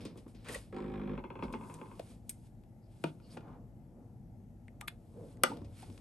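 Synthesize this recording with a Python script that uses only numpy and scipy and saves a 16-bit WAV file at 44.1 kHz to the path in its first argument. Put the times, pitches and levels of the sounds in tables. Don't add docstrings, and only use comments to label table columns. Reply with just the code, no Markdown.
import sys
import numpy as np
from scipy import signal
from scipy.fft import rfft, irfft
from scipy.io import wavfile
from scipy.ndimage import uniform_filter1d

SR = 44100
rng = np.random.default_rng(int(sys.argv[2]) if len(sys.argv) > 2 else 0)


def file_out(sig):
    cols = np.atleast_2d(sig).T
    lim = np.clip(cols, -1, 1)
    pcm = np.round(lim * 32767).astype(np.int16)
    wavfile.write(sys.argv[1], SR, pcm)


def voltage_ratio(level):
    return 10 ** (np.asarray(level, float) / 20)


N = 264936

# pitch_hz, width_hz, level_db
HOUSING = [(51, 10, -10), (154, 51, -8), (207, 22, -1.5), (256, 26, -2), (353, 24, -2), (384, 29, -4.5),
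           (427.5, 45, -5.5), (540, 43, -7)]
# pitch_hz, width_hz, level_db
FOOT = [(244, 116, 10), (540, 510, -1), (1094, 100, 3.5), (1913, 21, 8), (2520, 100, -0.5), (5060, 230, 6),
        (6000, 370, -10), (8640, 820, 7), (10900, 2100, -6)]
# pitch_hz, width_hz, level_db
BLADES = [(1350, 450, -9), (2243, 410, 6.5), (3560, 420, -13.5), (4600, 200, -16), (6540, 470, -24),
          (8430, 210, 6), (9730, 230, 9), (10720, 1180, 3.5), (13360, 210, -13), (14770, 650, -17)]


def evened(x):
    return x / np.sqrt(np.mean(x ** 2) + 1e-20)


def read(points, hz):
    f, value = np.transpose(points)
    return np.interp(np.log(hz + 1), np.log(f + 1), value)


def band(x, lo_hz, hi_hz):
    return signal.sosfilt(signal.butter(2, [lo_hz, hi_hz], "band", fs=SR, output="sos"), x)


def ring(x, peaks, widen=0.75):
    out = np.zeros(len(x))
    for k, (hz, width, db) in enumerate(peaks):
        sharpness = hz / max(width * widen, 8)
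        out += (-1) ** k * voltage_ratio(db) * signal.lfilter(*signal.iirpeak(hz, sharpness, SR), x)
    return out


def coloured(x, points):
    return evened(irfft(rfft(x) * voltage_ratio(read(points, np.fft.rfftfreq(N, 1 / SR))), N))


def levelled(burst):
    z = rfft(burst)
    smooth = np.sqrt(uniform_filter1d(abs(z) ** 2, size=max(len(z) // 150, 1)) + 1e-12)
    return irfft(z / smooth, len(burst)) * np.linalg.norm(burst)


def blows(rows, pan_db, peaks, rise_s, contact_s, scatter=.12, raw_db=-18, top_hz=12500):
    out = np.zeros((2, N + SR))
    t = np.arange(SR // 2) / SR - .008
    after = np.maximum(t, 0)
    bite = np.arange(len(t)) == np.argmax(t >= 0)
    side = np.array([[.5], [-.5]]) * pan_db
    for s, clack_db, thump_db, tick_db, t60 in rows:
        fading = voltage_ratio(-60 * after / t60)
        contact = np.where(t < 0, np.exp(t / rise_s), np.exp(-after / contact_s) + scatter * fading)
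        contact = contact * rng.standard_normal(len(t)) + 2.0 * bite
        contact = levelled(contact) * np.minimum(np.exp(t / rise_s / 2), 1)
        rung = ring(contact, peaks, 0.99) + voltage_ratio(raw_db) * contact
        thump = band(rung, 120, 705)
        clack = band(rung, 619, 4940)
        tick = band(band(rung, 3670, top_hz), 3750, top_hz) * fading
        levels_db = (clack_db + thump_db + 9, clack_db, clack_db + tick_db + 9)
        sound = 0
        for db, lean, part in zip(levels_db, (.3, 1, .3), (thump, clack, tick)):
            sound = sound + voltage_ratio(db + lean * side) * part / abs(part).max()
        at = max(round((s + t[0] + rise_s) * SR), 0)
        out[:, at:at + len(t)] += sound
    return out[:, :N]


def distant(points, level_db, patchy_db):
    # pitch_hz, likeness (0 to 1)
    far_same = [(60, .92), (600, .92), (1200, .5), (4500, .52), (8500, .8), (11300, .65), (12500, .95)]
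    # pitch_hz, left_minus_right_db
    far_tilt = [(60, 1), (180, 2), (550, 5), (1650, 5), (4970, 7), (15000, -1.5)]
    frames, hz = N // 512 + 5, np.fft.rfftfreq(2048, 1 / SR)
    a, b, c, d, patches = rng.standard_normal((frames, 1025, 5)).T
    patches = evened(uniform_filter1d(uniform_filter1d(patches, 8, 0), 6, 1))
    same = np.clip(read(far_same, hz), 0, 1)[:, None]
    left = a + 1j * b
    right = same * left + np.sqrt(1 - same ** 2) * (c + 1j * d)
    lean = voltage_ratio(read(far_tilt, hz) / 2)[:, None]
    z = np.array([left * lean, right / lean]) * voltage_ratio(read(points, hz)[:, None] + patchy_db * patches)
    return voltage_ratio(level_db) * evened(signal.istft(z, nperseg=2048, noverlap=1536)[1][:, :N])


def rumble():
    # pitch_hz, level_db (per Hz)
    low_tone = [(21, -33), (36, 1), (54, -4.5), (70, -16), (89, -18.5), (108, 1.5), (141, -11.5), (238, -7),
                (266, -31), (307, -13.5), (408, -26.5), (479, -25), (848, -27.5), (1410, -67.5),
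                (1600, -63), (2080, -79), (3520, -120)]
    # pitch_hz, level_db (per Hz)
    mic_hiss = [(760, -20), (1300, -2.5), (1570, -7.5), (1800, -6.5), (3910, -16), (10100, -12.5),
                (11300, -4), (12800, -17.5), (16600, -31), (22000, -120)]
    return distant(low_tone, -53, 1.2) + distant(mic_hiss, -80.5, 1.4)


def fibres(per_s, spread_db, wash):
    snaps = voltage_ratio(spread_db * np.minimum(rng.exponential(1, N), 5)) * (rng.random(N) < per_s / SR)
    return evened(snaps * rng.choice([-1., 1.], N)) + wash * rng.standard_normal(N)


def stroke(s, swell_s, fade_s, db):
    t = np.arange(N) / SR - s
    return voltage_ratio(db - 25 * np.where(t < 0, -t / max(swell_s, .003), t / max(fade_s, .003)))


def hands():
    # pitch_hz, level_db (per Hz)
    rustle_colour = [(2060, -37.5), (3500, -15.5), (5960, -13.5), (8520, -6), (9560, -2.5), (10100, 7.5),
                     (11300, -4), (12800, -33), (13000, -68)]
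    # pitch_hz, level_db (per Hz)
    rub_colour = [(530, -55), (900, -15.5), (1430, -16.5), (1750, -18.5), (1900, -19.5), (2220, -14),
                  (5500, -19), (7150, -43), (12100, -120)]
    # pitch_hz, width_hz, level_db
    drag_peaks = [(158, 12, 11.5), (257, 79, 1.5), (484, 38.6, -5.5), (565.5, 17, -7), (687, 43, -10.5),
                  (890, 570, -22.5)]
    # peak_s, swell_s, fade_s, rustle_db, rub_against_rustle_db
    pushes = [(0.008, 0.012, 0.14, -62, 3), (0.055, .004, 0.11, -69, 5.5), (0.175, 0.016, 0.12, -64, -8),
              (0.281, 0.0088, 0.15, -67, -8), (0.36, 0.015, 0.52, -89, 16.5), (0.53, 0.075, .13, -44, -8.5),
              (1.438, 0.025, 0.049, -64.5, 7), (1.7, 0.34, 0.3, -62, -14), (2.118, 0.56, 0.11, -62, -7.5),
              (2.3, 0.074, 0.31, -66, -13.5), (2.47, 0.092, 0.036, -70.5, -7),
              (2.92, 0.069, 0.25, -74.5, -4.5), (3.06, 0.14, 0.15, -63.5, -9.5),
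              (3.344, 0.15, 0.081, -61.5, -4.5), (5.33, 0.57, 0.067, -67, -9),
              (5.5, 0.083, .15, -60.5, 2.2), (5.796, 0.13, 0.22, -58.5, -5.5), (5.95, 0.24, .5, -68, -11)]
    # peak_s, swell_s, fade_s, level_db
    pulls = [(0.0, .01, 0.38, -48), (0.53, 0.19, 0.25, -54.5), (1.45, 0.037, 0.071, -39.5),
             (1.7, 1, 0.66, -54.5), (2.1, 0.51, 0.42, -63.5), (2.55, 0.36, 0.39, -84),
             (3.034, 0.089, 0.4, -62), (3.344, 0.31, 1, -60.5), (3.6, .6, 0.15, -57.5),
             (3.986, 0.23, 0.71, -60), (4.73, 0.04, 0.83, -61.5), (5.23, 0.23, 0.24, -55.5),
             (5.52, 0.23, 0.29, -44), (5.902, 0.11, 0.21, -55)]
    rustle = coloured(fibres(3000, 4.6, 3.0), rustle_colour)
    rub = coloured(fibres(1500, 1.8, 0.77), rub_colour)
    drag = evened(band(ring(fibres(301, 1.07, 1.22), drag_peaks), 211, 1050))
    fine = sum(stroke(*row[:4]) for row in pushes)
    coarse = sum(stroke(*row[:4]) * voltage_ratio(row[4]) for row in pushes)
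    return fine * rustle + coarse * rub + sum(stroke(*row) for row in pulls) * drag


def cloth_knocks():
    # start_s, force_db, thump_against_force_db, bright_against_force_db, ring_t60_s
    knocks = [(0.051, -42, -2.5, -10.5, 0.0092), (0.156, -69.5, 19, -17, 0.033),
              (0.175, -53.5, 1, -7, 0.026), (0.263, -71.5, 22, -16, 0.062), (0.347, -56, -1.5, -26, 0.035),
              (0.445, -53, -26, -14, 0.11), (0.485, -37.5, -15, -13.5, 0.17), (0.545, -37, -19, -8, 0.079),
              (1.525, -47, 3, -10.5, 0.023), (1.74, -51.5, -5, 0, 0.042), (5.645, -54.5, -1.5, -26, 0.03),
              (5.822, -49.5, -8, -9.5, 0.064)]
    return blows(knocks, 4.0, FOOT, 0.00068, 0.013, 0.096, -3.5, 11400)


def narrow_sounds():
    # start_s, length_s, pitch_hz, width_hz, level_db
    narrow_rows = [(0.441, 0.097, 1370, 2400, -53.5), (1.18, 0.91, 987, 250, -59.5),
                   (1.992, 0.016, 540, 250, -39), (3.3, 0.035, 4660, 1200, -65), (5.825, .02, 780, 170, -52),
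                   (2.81, 0.077, 4900, 910, -83.5), (3.21, .085, 4560, 800, -74), (3.215, .07, 2900, 400, -81),
                   (3.3, 0.063, 8800, 900, -71), (4.82, 0.047, 1220, 45, -57.5),
                   (4.874, 0.015, 11200, 620, -46), (4.876, .013, 2300, 270, -42.5),
                   (4.877, .01, 3370, 330, -49.5), (3.367, 0.015, 760, 730, -48), (3.04, .07, 2840, 1600, -62),
                   (.494, .013, 480, 160, -42), (.553, 0.021, 494, 150, -44), (.482, 0.02, 1910, 220, -49),
                   (.466, 0.015, 1550, 200, -55), (5.85, .16, 99, 37, -51.5), (5.15, .08, 185, 40, -52),
                   (4.812, 0.021, 870, 500, -54), (5.439, .01, 560, 200, -33), (3.4, 0.2, 800, 500, -60),
                   (5.124, 0.18, 475, 150, -53), (5.506, 0.022, 880, 100, -44), (0.542, 0.014, 1930, 82, -41),
                   (0.446, 0.16, 483, 290, -53.5), (1.4, .12, 49, 54, -47.5), (5.5, 0.27, 86, 35, -50.5)]
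    t, out = np.arange(N) / SR, np.zeros(N)
    for s, length, hz, width, db in narrow_rows:
        swell = np.sin(np.pi * np.clip((t - s) / length, 0, 1))
        once = ring(rng.standard_normal(N), [(hz, width, 0)])
        twice = swell * ring(once, [(hz, 2 * width, 0)])
        out += voltage_ratio(db) * twice * np.linalg.norm(swell) / np.linalg.norm(twice)
    return out


def motor():
    # time_s, drone_db
    effort = [
        (0.725, -50),
        (0.745, -44),
        (0.775, -42),
        (0.861, -42.5),
        (0.96, -42.5),
        (1.14, -38.5),
        (1.168, -54),
        (1.188, -38.5),
        (1.209, -64),
    ]
    # time_s, knocks_per_s
    pace = [
        (.725, 51.9),
        (.99, 51.9),
        (1.02, 50.9),
        (1.21, 50.8),
    ]
    # start_s, boost_db
    jolts = [
        (0.764, 5.5),
        (.938, 5.5),
        (1.015, 2),
        (1.075, 4),
        (1.133, 2),
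    ]
    # pitch_hz, width_hz, level_db
    gear_peaks = [(771, 33, 8), (970, 35, 5), (1015, 38, 4.5), (1100, 60, 3), (1320, 130, -2.5),
                  (1650, 78, -2.5), (2100, 480, -6), (2520, 430, -6.5), (3270, 300, -12), (4350, 200, -26)]
    loose_peaks = [(4250, 600, 3), (5160, 780, -6), (6800, 1200, -8.5), (8800, 600, -4)]  # Hz, width Hz, dB
    uneven = 0.36
    s, effort_db = np.transpose(effort)
    t = np.arange(N) / SR
    drone_db, since = np.interp(t, s, effort_db), np.clip(t - s[0], 0, 1)
    slack_db = np.minimum(drone_db + 42, 0)
    clatter_db = -53.5 + 0.49 * slack_db - 4.5 * since
    rattle_db = -69 + slack_db - 55 * since

    on = (t >= s[0]) & (t < s[-1])
    turns = np.cumsum(np.interp(t, *np.transpose(pace)) * on) / SR
    cycle = turns.astype(int)
    luck = rng.standard_normal((60, 2))[cycle]
    knocks = (np.diff(cycle, prepend=-1) > 0) * on + (np.diff(on, prepend=False) & on)
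    noise = rng.standard_normal((2, N))
    puffs = on * (.2 + np.exp(-(turns % 1) / .25))
    drive = (1 - uneven) * evened(knocks * voltage_ratio(0.99 * luck[:, 0])) + uneven * evened(puffs * noise[0])
    drone = band(ring(drive, HOUSING), 35, 503)
    drone /= np.sqrt(uniform_filter1d(drone ** 2, 2600) + 1e-9)

    strike = rng.standard_normal(700) * np.exp(-np.arange(700) / (0.0048 * SR))
    jolt_db = sum(db * (t >= at) * np.exp(-abs(t - at) / .04) for at, db in jolts)
    shaken = (0.99 * puffs + .1 * on) * noise[1] + np.convolve(knocks, levelled(strike))[:N]
    shaken = shaken * voltage_ratio(.6 * luck[:, 1] + jolt_db)
    clatter = band(ring(shaken, gear_peaks, 1.26), 650, 4360)
    rattle = ring(band(shaken, 3200, 9600), loose_peaks)
    gears = voltage_ratio(clatter_db) * evened(clatter) + voltage_ratio(rattle_db) * evened(rattle)
    return on * voltage_ratio(drone_db) * drone + np.sqrt(on.mean()) * gears


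def coasting_gears():
    # start_s, force_db
    ticks = [(1.177, -36), (1.239, -35), (1.302, -37), (1.354, -39), (1.39, -38.5), (1.424, -29.5),
             (1.481, -44), (1.502, -46.5), (1.537, -29), (1.609, -42), (1.635, -47.5), (1.697, -40.5),
             (1.787, -48.5), (1.813, -38), (1.857, -46), (1.913, -45)]
    # thump_db, bright_db, ring_t60_s
    every_tick = (-4.5, -54, .125)
    # pitch_hz, width_hz, level_db
    body = [(799, 145, -3), (867, 227, 4), (1020.5, 127, 8.5), (1103, 36, 8), (1230, 54, 5),
            (1554, 123, -4.5), (2130, 145, -8.5), (2610, 190, -9), (3390, 140, -17), (4180, 50, -23),
            (8500, 600, -31)]
    rows = [(*row, *every_tick) for row in ticks]
    return blows(rows, 4.4, HOUSING[1:] + body, .0006, 0.001, 0.24, -41.0, 11100)


def foot_taps():
    # start_s, force_db, thump_against_force_db, bright_against_force_db, ring_t60_s
    taps = [
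        (1.995, -39.5, -12, -15.5, 0.064),
        (2.636, -60.5, -27, -13, 0.03),
        (5.571, -46.5, -0.5, -16, 0.025),
        (5.617, -60.5, 9.5, -19.5, 0.031),
        (5.9, -50, -3, -18, 0.03),
        (5.977, -48, -27, -26, 0.03),
    ]
    return blows(taps, 6.6, FOOT, 0.0003, 0.0021, .1, 1.0)


def scissors_open():
    # start_s, force_db, thump_against_force_db, bright_against_force_db, ring_t60_s
    opening = [
        (2.293, -52, -26, 18.8, 0.13),
    ]
    return blows(opening, 4.0, BLADES, 0.00055, 0.004, 0.9, -12.0, 22000)


def plate_touches():
    # start_s, force_db, ring_t60_s
    contacts = [
        (3.039, -19, 0.024),
        (3.199, -55, .05),
        (3.371, -34.5, 0.084),
        (3.406, -50, 0.31),
        (3.48, -53.5, 0.19),
    ]
    # thump_db, bright_db (of a hard one)
    tip = (-8.5, -27)
    # pitch_hz, width_hz, level_db
    plate = [(158, 12.6, 6.5), (247, 20, 1), (325, 47, 4.5), (523, 107, 3.5), (660, 55, 4.5), (938, 83, -9),
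             (1385, 79, -8.5), (2440, 144, -15), (2800, 550, -25), (4570, 170, -25.5), (9460, 1000, -25),
             (11500, 290, -45)]
    rows = [(s, db, tip[0], tip[1] + 0.8 * (db + 17), t60) for s, db, t60 in contacts]
    return blows(rows, 4.7, plate, 0.0006, 0.0024, 0.19, -33)


def blades_meet():
    # start_s, force_db, thump_against_force_db, bright_against_force_db, ring_t60_s
    meeting = [
        (4.681, -50.5, -42, -19, .012),
    ]
    # pitch_hz, width_hz, level_db
    edges = [(2070, 330, 0), (3180, 600, -26), (8550, 900, -8), (11500, 500, -18)]
    return blows(meeting, 3.5, edges, .0005, .0015, .1, -30)


def thread_snips():
    # start_s, force_db, thump_against_force_db, bright_against_force_db, ring_t60_s
    closings = [
        (4.81, -33, -58, -3, 0.0033),
        (4.879, -26.5, -22.5, -8, 0.01),
    ]
    return blows(closings, 3.0, BLADES, .002, 0.0018, 0.082, -6.5, 16500)


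def scissors_drop():
    # start_s, force_db, thump_against_force_db, bright_against_force_db, ring_t60_s
    landing = [
        (5.435, -9, -15, -6, 0.025),
    ]
    # pitch_hz, width_hz, level_db
    wood = [(248, 21, -0.5), (365, 46, -3), (537, 38, 9), (775, 90, 0), (880, 69, -3.5), (1232, 70, 5),
            (1420, 70, 0), (1525, 60, -1), (2007, 68, -5.5), (2340, 100, -6.5), (2896, 123, -8.5),
            (3330, 180, -9), (4520, 450, -10.5), (5400, 500, -8), (6300, 55, -6), (7940, 160, -4.5),
            (10770, 570, -3.5), (15500, 400, -40)]
    return blows(landing, 2.8, wood, 0.00022, 0.00078, 0.24, -27.0, 16000)


def room(x):
    # pitch_hz, t60_s
    fade_times = [(150, 0.24), (600, 0.23), (2500, 0.14), (9000, 0.19)]
    taps = np.zeros((2, SR // 2))
    at = np.arange(300, SR // 2 - 20, 20) + rng.integers(0, 20, (2, (SR // 2 - 301) // 20))
    np.put_along_axis(taps, at, rng.choice([-1., 1.], at.shape), 1)
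    hz, t, z = signal.stft(taps, SR, nperseg=256)
    tail = signal.istft(z * voltage_ratio(-60 * t / read(fade_times, hz)[:, None]), SR, nperseg=256)[1]
    tail = .8 * tail.mean(0) + .5 * tail
    return signal.fftconvolve(x.mean(0)[None], tail / np.linalg.norm(tail[0]), axes=1)[:, :N]


def ports(x, nearby_db):
    # pitch_hz, left_leads_radians
    near_turn = [(0, 0), (1980, -0.2), (2840, 1.0), (6720, 0.2), (7750, 0.9), (8870, -0.4), (9730, -2.7),
                 (10500, -3.3), (11600, -6.1), (12500, -6.5), (13200, -8.9), (14000, -9.4), (15100, -12.5),
                 (16300, -12.2)]
    hz = np.fft.rfftfreq(N, 1 / SR)
    lean = np.exp(.5j * np.interp(hz, *np.transpose(near_turn)))
    bounce = levelled(rng.standard_normal(1024)) * np.exp(-np.arange(1024) / (.007 * SR))
    unlike = signal.oaconvolve(x.mean(0), bounce / np.linalg.norm(bounce))[:N]
    unlike = band(band(unlike, 420, 9000), 300, 9000)
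    both = x + voltage_ratio(nearby_db) * np.array([unlike, -unlike])
    return irfft(rfft(both) * np.array([lean, 1 / lean]), N)


def scene():
    struck = cloth_knocks() + motor() + coasting_gears() + foot_taps() + plate_touches() + scissors_drop()
    snips = narrow_sounds() + scissors_open() + blades_meet() + thread_snips()
    to_walls = voltage_ratio(-8.5) * band(struck, 28, 5980) + voltage_ratio(-16) * band(band(snips, 28, 12000), 28, 12000)
    near = struck + snips + hands() + room(to_walls)
    return ports(near, -8) + ports(rumble(), -99)


def low_pass(x):
    return signal.sosfilt(signal.butter(12, 16710, fs=SR, output="sos"), x)


def record(dry):
    cut = signal.sosfilt(signal.butter(10, 37, "high", fs=SR, output="sos"), dry)
    dip = signal.lfilter(*signal.iirnotch(10250, 11.5, SR), cut)
    for hz in (13600, 14400):
        dip = .45 * dip + .55 * signal.lfilter(*signal.iirnotch(hz, 7.5, SR), dip)
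    mix = signal.sosfilt(signal.butter(4, 13200, fs=SR, output="sos"), dip)
    return low_pass(mix)


dry = scene()
out = record(dry)
file_out(out)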